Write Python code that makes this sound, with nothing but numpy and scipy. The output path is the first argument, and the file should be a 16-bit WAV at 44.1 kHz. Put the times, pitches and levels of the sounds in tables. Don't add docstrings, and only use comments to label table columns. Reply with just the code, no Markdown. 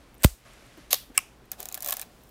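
import sys
import numpy as np
from scipy import signal
from scipy.fft import rfft, irfft
from scipy.io import wavfile

SR = 44100
rng = np.random.default_rng(int(sys.argv[2]) if len(sys.argv) > 2 else 0)


def voltage_ratio(level):
    return 10 ** (np.asarray(level, float) / 20)


def wav_record(signal):
    frames = np.transpose(np.atleast_2d(signal))
    bounded = np.clip(frames, -1, 1)
    quanta = np.round(bounded * 32767).astype(np.int16)
    wavfile.write(sys.argv[1], SR, quanta)


N = 101430
LOW_CUT_HZ = 214


def seconds():
    return np.arange(N) / SR


def rms_one(x):
    return x / np.sqrt(np.mean(x ** 2) + 1e-20)


def curve(rows):
    return np.interp(seconds(), *np.transpose(rows))


def highpass(x, order, cut_hz):
    return signal.sosfilt(signal.butter(order, cut_hz, "high", fs=SR, output="sos"), x)


def coloured(points):
    hz, db = np.transpose(points)
    f = np.maximum(np.arange(N // 2 + 1) * SR / N, 1)
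    gain_db = np.interp(np.log(f), np.log(hz), db, left=-90)
    return rms_one(irfft(rfft(rng.standard_normal(N)) * voltage_ratio(gain_db), N))


def bursts(s, db, decay_ms):
    age_s = seconds() - np.asarray(s)[:, None]
    decay_s = np.reshape(decay_ms, (-1, 1)) / 1000
    shape = (age_s >= 0) * np.exp(-np.maximum(age_s, 0) / decay_s)
    return voltage_ratio(db) @ shape


def ring(force, modes):
    out = 0
    kick = np.diff(force, prepend=0) + 1e-18
    for k, (hz, db, t60_s) in enumerate(modes):
        r = voltage_ratio(-60 / (t60_s * SR))
        w = 2 * np.pi * hz / SR
        gain = np.sin(w) / (2 * np.sin(w / 2))
        mode = signal.lfilter([gain], [1, -2 * r * np.cos(w), r * r], kick)
        out = out + (-1) ** k * voltage_ratio(db) * mode
    return out


def strike(envelope, colour, modes, ring_db, tail):
    tail_colour, tail_db, t60_s = tail
    crack = envelope * coloured(colour) / 2
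    blows = np.maximum(np.diff(envelope, prepend=0), 0)
    body = voltage_ratio(ring_db) * ring(blows, modes)
    wash_power = signal.lfilter([1 / 200], [1, -voltage_ratio(-120 / (t60_s * SR))], envelope ** 2)
    wash = voltage_ratio(tail_db) * np.sqrt(wash_power) * coloured(tail_colour)
    return highpass(crack + body + wash, 4, LOW_CUT_HZ)


def lever():
    # t/s, level/dB, decay/ms
    lever_contacts = [
        (0.2232, -26.5, 0.56),
        (0.2336, -14.5, 1.6),
        (.2380, -9, 4.1),
        (0.2412, -20, 2.6),
        (0.2451, -6, 1.35),
        (0.2469, 0.5, 0.8),
        (0.2502, -18.5, 5),
        (0.26, -19, 1.5),
    ]
    # f/Hz, level/dB
    lever_colour = [(350, -51), (600, -3.5), (3480, -2.5), (7520, -5.5), (13600, -1.5), (16000, 0.5)]
    # f/Hz, level/dB, t60/s
    lever_modes = [(564, 1, 0.018), (1090, -16, 0.011), (8370, 15, 0.003)]
    # spectrum (f/Hz, level/dB), level/dB, t60/s
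    lever_tail = [(500, -4.5), (2000, -9), (8000, -1.5), (14000, -6.5), (16000, -3)], -28.5, 0.29
    stop_hits = [.24476, .24672]
    dip_s, dip_db = .00015, 1.5
    age = (seconds() - np.array(stop_hits)[:, None]) / dip_s
    push = np.sum(np.exp(-4 * age ** 2) - voltage_ratio(dip_db) * np.exp(-4 * (age + 1) ** 2), axis=0)
    stop = voltage_ratio(-5.5) * signal.lfilter(*signal.butter(1, 450, "high", fs=SR), push)
    return strike(bursts(*np.transpose(lever_contacts)), lever_colour, lever_modes, -19, lever_tail) + stop


def jolt():
    rise_s, decay_s = 0.0028, 0.0094
    end_hz, extra_turns, glide_s = 53.7, 1.1, 0.0026
    age_s = np.maximum(seconds() - .2472, 0)
    turns = end_hz * age_s + extra_turns * (1 - np.exp(-age_s / glide_s))
    swing = (1 - np.exp(-age_s / rise_s)) * np.exp(-age_s / decay_s) * np.sin(2 * np.pi * turns)
    rebound_s, rebound_length_s, rebound_hz = .297, .055, 48
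    late = np.clip((seconds() - rebound_s) / rebound_length_s, 0, 1)
    rebound = np.sin(np.pi * late) * np.sin(2 * np.pi * rebound_hz * seconds())
    return voltage_ratio(2) * swing + voltage_ratio(-40) * rebound


def shutter():
    # t/s, level/dB, decay/ms
    blades = [
        (.9288, -6.5, 1.6),
        (.9303, 0, .8),
        (.9319, -15.5, 1.5),
        (0.933, -23.5, 4.1),
        (.9393, -22.5, 2.0),
        (.9405, -13.5, 1.5),
        (.9430, -13, 1.0),
        (.9444, -17, 2.0),
        (0.9552, -25, 1.0),
        (.962, -37.5, 40),
    ]
    # f/Hz, level/dB
    shutter_colour = [(700, -17), (1600, -12), (4000, -1), (6500, -8), (8200, -10.5), (13500, -0.5),
                      (15300, -8.5), (16500, -34.5)]
    # f/Hz, level/dB, t60/s
    shutter_modes = [(330, -12, 0.019), (490, -1, 0.02), (605, -5, 0.039), (748, -7, 0.048),
                     (1107, -3, 0.035), (3860, 4.5, 0.0092), (4560, 4, 0.0099), (6630, 16.5, 0.0069),
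                     (13500, 9, 0.006)]
    # spectrum (f/Hz, level/dB), level/dB, t60/s
    shutter_tail = [(410, -45.5), (700, -13), (1750, -13), (3840, 0), (7110, -10), (13500, -8),
                    (16000, -8.5)], -25.5, 0.28
    # t/s, level/dB, decay/ms
    whir_rub = (.9058, -31, 37)
    whir_from_s, whir_to_s, whir_hz, whir_db, weaker_db = .9078, .926, 357, -24, -6
    tooth_s = np.arange(whir_from_s, whir_to_s, .5 / whir_hz)
    count = len(tooth_s)
    tooth_db = whir_db + weaker_db * (np.arange(count) % 2) + 1.5 * rng.standard_normal(count)
    whir = bursts(tooth_s, tooth_db, 1.0)
    whir += bursts(*np.transpose([whir_rub])) * (seconds() < whir_to_s)
    contacts = whir + bursts(*np.transpose(blades))
    return strike(contacts, shutter_colour, shutter_modes, -23, shutter_tail)


def button():
    # t/s, level/dB, decay/ms
    button_contacts = [
        (1.1758, -15.5, 0.84),
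        (1.1783, -16.5, 0.52),
        (1.17795, -2, 1.27),
        (1.1797, -18, 0.94),
        (1.184, -32, 2.6),
        (1.1884, -30, 2.7),
        (1.1888, -28.5, 2.5),
    ]
    # f/Hz, level/dB
    button_colour = [(900, -28), (2500, 1), (4200, -26.5), (8500, -15), (12000, -12.5), (16500, -11.5)]
    # f/Hz, level/dB, t60/s
    button_modes = [(751, -25.5, 0.055), (1084, -14.5, 0.041), (1260, -13, 0.033), (1660, -19.5, 0.017),
                    (2330, -5, 0.015), (2066, -8.5, 0.0128), (2800, -4, 0.012), (2560, -24, .03),
                    (3020, -13.5, 0.016), (4250, -17, .01), (5300, -6.5, 0.014), (7850, 3.5, 0.0075),
                    (9610, 2, 0.0061), (10650, -3.5, 0.0055), (11800, -5.5, 0.0059)]
    # spectrum (f/Hz, level/dB), level/dB, t60/s
    button_tail = [(410, -43), (700, -7.5), (1750, -13.5), (1970, -11), (2460, 2), (4320, -23), (5190, -10),
                   (9730, -13), (16000, -21.5)], -30.5, 0.3
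    snap = strike(bursts(*np.transpose(button_contacts)), button_colour, button_modes, -6, button_tail)
    return highpass(snap, 2, 2 * LOW_CUT_HZ)


def winding():
    # t/s, level/dB, body knock/dB, pawl ring f/Hz
    teeth = [(1.5165, -15.5, -14, 14000), (1.5190, -27, -9.5, 7150), (1.5313, -34.5, 8, 13200),
             (1.592, -53.5, 21, 6000), (1.6029, -19.5, -4.5, 14200), (1.6283, -21, -3, 7240),
             (1.6554, -19, -4, 11700), (1.668, -42, 0, 13000), (1.6873, -20.5, -3, 7000),
             (1.700, -42, -5, 12000), (1.714, -37.5, 11, 11400), (1.7245, -21.5, -15, 12000),
             (1.7437, -15.5, -5, 9350), (1.7508, -18.5, -11, 11800), (1.7754, -21, -3.5, 12000),
             (1.79, -42, -6, 14500), (1.8055, -22.5, -6, 11700), (1.8235, -17.5, -21, 12000),
             (1.8293, -21.5, -9, 11400), (1.8458, -17, -11, 12800), (1.852, -31, 3, 15000),
             (1.857, -33, 8, 15000), (1.861, -14.5, -9, 12100), (1.867, -32, 0, 14500),
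             (1.8737, -18.5, -2, 10500), (1.8755, -26, -4, 6740), (1.8856, -15, -5.5, 14000),
             (1.8877, -15.5, -1, 12500), (1.8961, -15.5, -7, 14000), (1.9073, -13, -14, 12500),
             (1.9221, -14.5, -11.5, 12600), (1.9241, -16.5, 5, 3830), (1.9272, -17, -9.5, 14200),
             (1.938, -18.5, -9, 13700), (1.9681, -15.5, -11.5, 14600), (1.9952, -20.5, 1, 9060),
             (2.0146, -18.5, -9, 12200), (2.0213, -28.5, 6.5, 5250), (2.028, -30.5, 2.5, 8800)]
    # f/Hz, level/dB
    tooth_colour = [(1200, -13), (3900, -8), (6600, 2), (9100, 0.5), (11000, 1), (14500, 7), (15700, 7.5),
                    (16600, -22)]
    # f/Hz, level/dB, t60/s
    body_modes = [(435, -18.5, 0.031), (602, -5.5, 0.039), (746, -3, 0.035), (1090, -9.5, 0.052),
                  (1710, -5, 0.026), (2455, -1, 0.0083), (3360, 0.5, 0.0056), (3960, -1, 0.013)]
    # spectrum (f/Hz, level/dB), level/dB, t60/s
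    pawl_tail = [(1000, -1), (4000, -7), (12000, -8), (16000, -6)], -21.5, 0.16
    tooth_decay_ms, tooth_rise_ms = 1.6, 0.2
    s, db, knock_db, ring_hz = np.transpose(teeth)
    rise = np.exp(-1000 / (tooth_rise_ms * SR))
    drops = signal.lfilter([1 - rise], [1, -rise], bursts(s, db - .5, tooth_decay_ms))
    pawl = strike(drops, tooth_colour, [], 0, pawl_tail)
    rattle = rng.standard_normal(N)
    for tooth_s, tooth_db, hz in zip(s, db, ring_hz):
        pawl += ring(bursts([tooth_s], [tooth_db], tooth_decay_ms) * rattle, [(hz, -23.5, 0.0056)])
    knock = 0
    for mode in body_modes:
        mode_db = db + knock_db + 2.9 * rng.standard_normal(len(s))
        knock = knock + ring(bursts(s, mode_db, 3.5) * rng.standard_normal(N), [mode])
    return pawl + voltage_ratio(-38) * knock


def drag():
    # t/s, level/dB
    drag_level = [
        (1.56, -68),
        (1.60, -40),
        (1.66, -52.5),
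        (1.80, -55.5),
        (1.85, -41),
        (1.93, -38.5),
        (1.95, -44.5),
        (2.025, -47),
        (2.04, -53.5),
        (2.08, -59),
    ]
    # f/Hz, level/dB
    drag_colour = [(210, -53.5), (350, -14), (742, 9), (871, -2), (1730, -9), (1940, -13), (3340, -5),
                   (14500, -10), (16000, 0.5)]
    grit = np.repeat(voltage_ratio(1.1 * rng.standard_normal(N // 64 + 1)), 64)[:N]
    return voltage_ratio(curve(drag_level)) * grit * coloured(drag_colour)


def ticks():
    # t/s, level/dB, f/Hz
    tick_events = [(.143, -48.5, 11600), (0.151, -51, 12100), (.181, -50, 8900), (0.203, -62, 12000),
                   (.535, -48.5, 7950), (.665, -52, 8100), (0.776, -52, 13500), (1.455, -52, 12000),
                   (1.9265, -21.5, 2970), (1.9267, -25, 4290), (2.236, -46.5, 12300), (2.272, -54.5, 14100),
                   (2.292, -46, 12100)]
    out = np.zeros(N)
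    for s, db, hz in tick_events:
        force = bursts([s], [db], 1.0) * rng.standard_normal(N)
        out += ring(force, [(hz, -12, 0.007)]) + voltage_ratio(-3.5) * np.diff(force, prepend=0)
    return out


def nudges():
    # t/s, level/dB, f/Hz
    nudge_events = [
        (0.454, -50, 1120),
        (.455, -49, 606),
        (0.776, -40, 260),
        (.895, -47, 130),
        (1.098, -45, 270),
        (1.16, -51.5, 300),
        (1.595, -42, 400),
    ]
    rub = rng.standard_normal(N)
    return sum(ring(bursts([s], [db], 20) * rub, [(hz, -22, .022)]) for s, db, hz in nudge_events)


def fingers():
    # t/s, level/dB
    finger_level = [(0, -63.5), (.2, -67.5), (.44, -56.5), (.47, -56.5), (.76, -59), (.79, -56), (.88, -62),
                    (1.1, -67.5), (1.3, -65), (1.42, -71.5), (1.5, -67.5), (2.1, -65.5), (2.3, -74)]
    # f/Hz, level/dB
    finger_colour = [(180, -30), (300, -15.5), (441, -20.5), (583, -0.5), (844, -15), (1180, -3.5),
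                     (2230, -3.5), (12000, -17.5), (15600, -50), (22000, -120)]
    return voltage_ratio(curve(finger_level)) * coloured(finger_colour)


def creep():
    # t/s, level/dB
    creep_level = [
        (.17, -84),
        (.20, -58.5),
        (.232, -46.5),
        (.24, -80),
        (1.13, -80),
        (1.15, -49),
        (1.175, -47),
        (1.18, -86.5),
    ]
    # f/Hz, level/dB
    creep_colour = [(1500, 7.5), (5000, -9.5), (8600, -2.5), (10000, -13.5), (12500, -7), (16000, -3.5)]
    return voltage_ratio(curve(creep_level)) * coloured(creep_colour)


def room():
    # f/Hz, level/dB
    air_colour = [(25, -5.5), (55, -0.5), (95, -17), (130, -11), (230, -9.5), (620, -15.5), (3000, -29.5),
                  (16000, -45), (16500, -68.5)]
    hum = rms_one(ring(rng.standard_normal(N), [(121.7, 0, .5)]))
    return voltage_ratio(-56) * coloured(air_colour) + voltage_ratio(-66.5) * hum


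def scene():
    camera = lever() + shutter() + button() + winding() + drag() + ticks() + nudges()
    duck_db, from_s, to_s = -6, .30, .447
    duck = curve([(from_s - .02, 0), (from_s, duck_db), (to_s, duck_db), (to_s + 0.01, 0)])
    background = room() + fingers() + creep()
    return (camera + jolt() + voltage_ratio(duck) * background)[None]


def band_limit(x):
    return signal.sosfilt(signal.butter(12, 16830, fs=SR, output="sos"), x)


def record(dry):
    top_cut = signal.cheby2(10, 60, 16760, fs=SR, output="sos")
    mix = signal.sosfilt(top_cut, np.clip(dry, -1, 1))
    return band_limit(mix)


dry = scene()
out = record(dry)
wav_record(out)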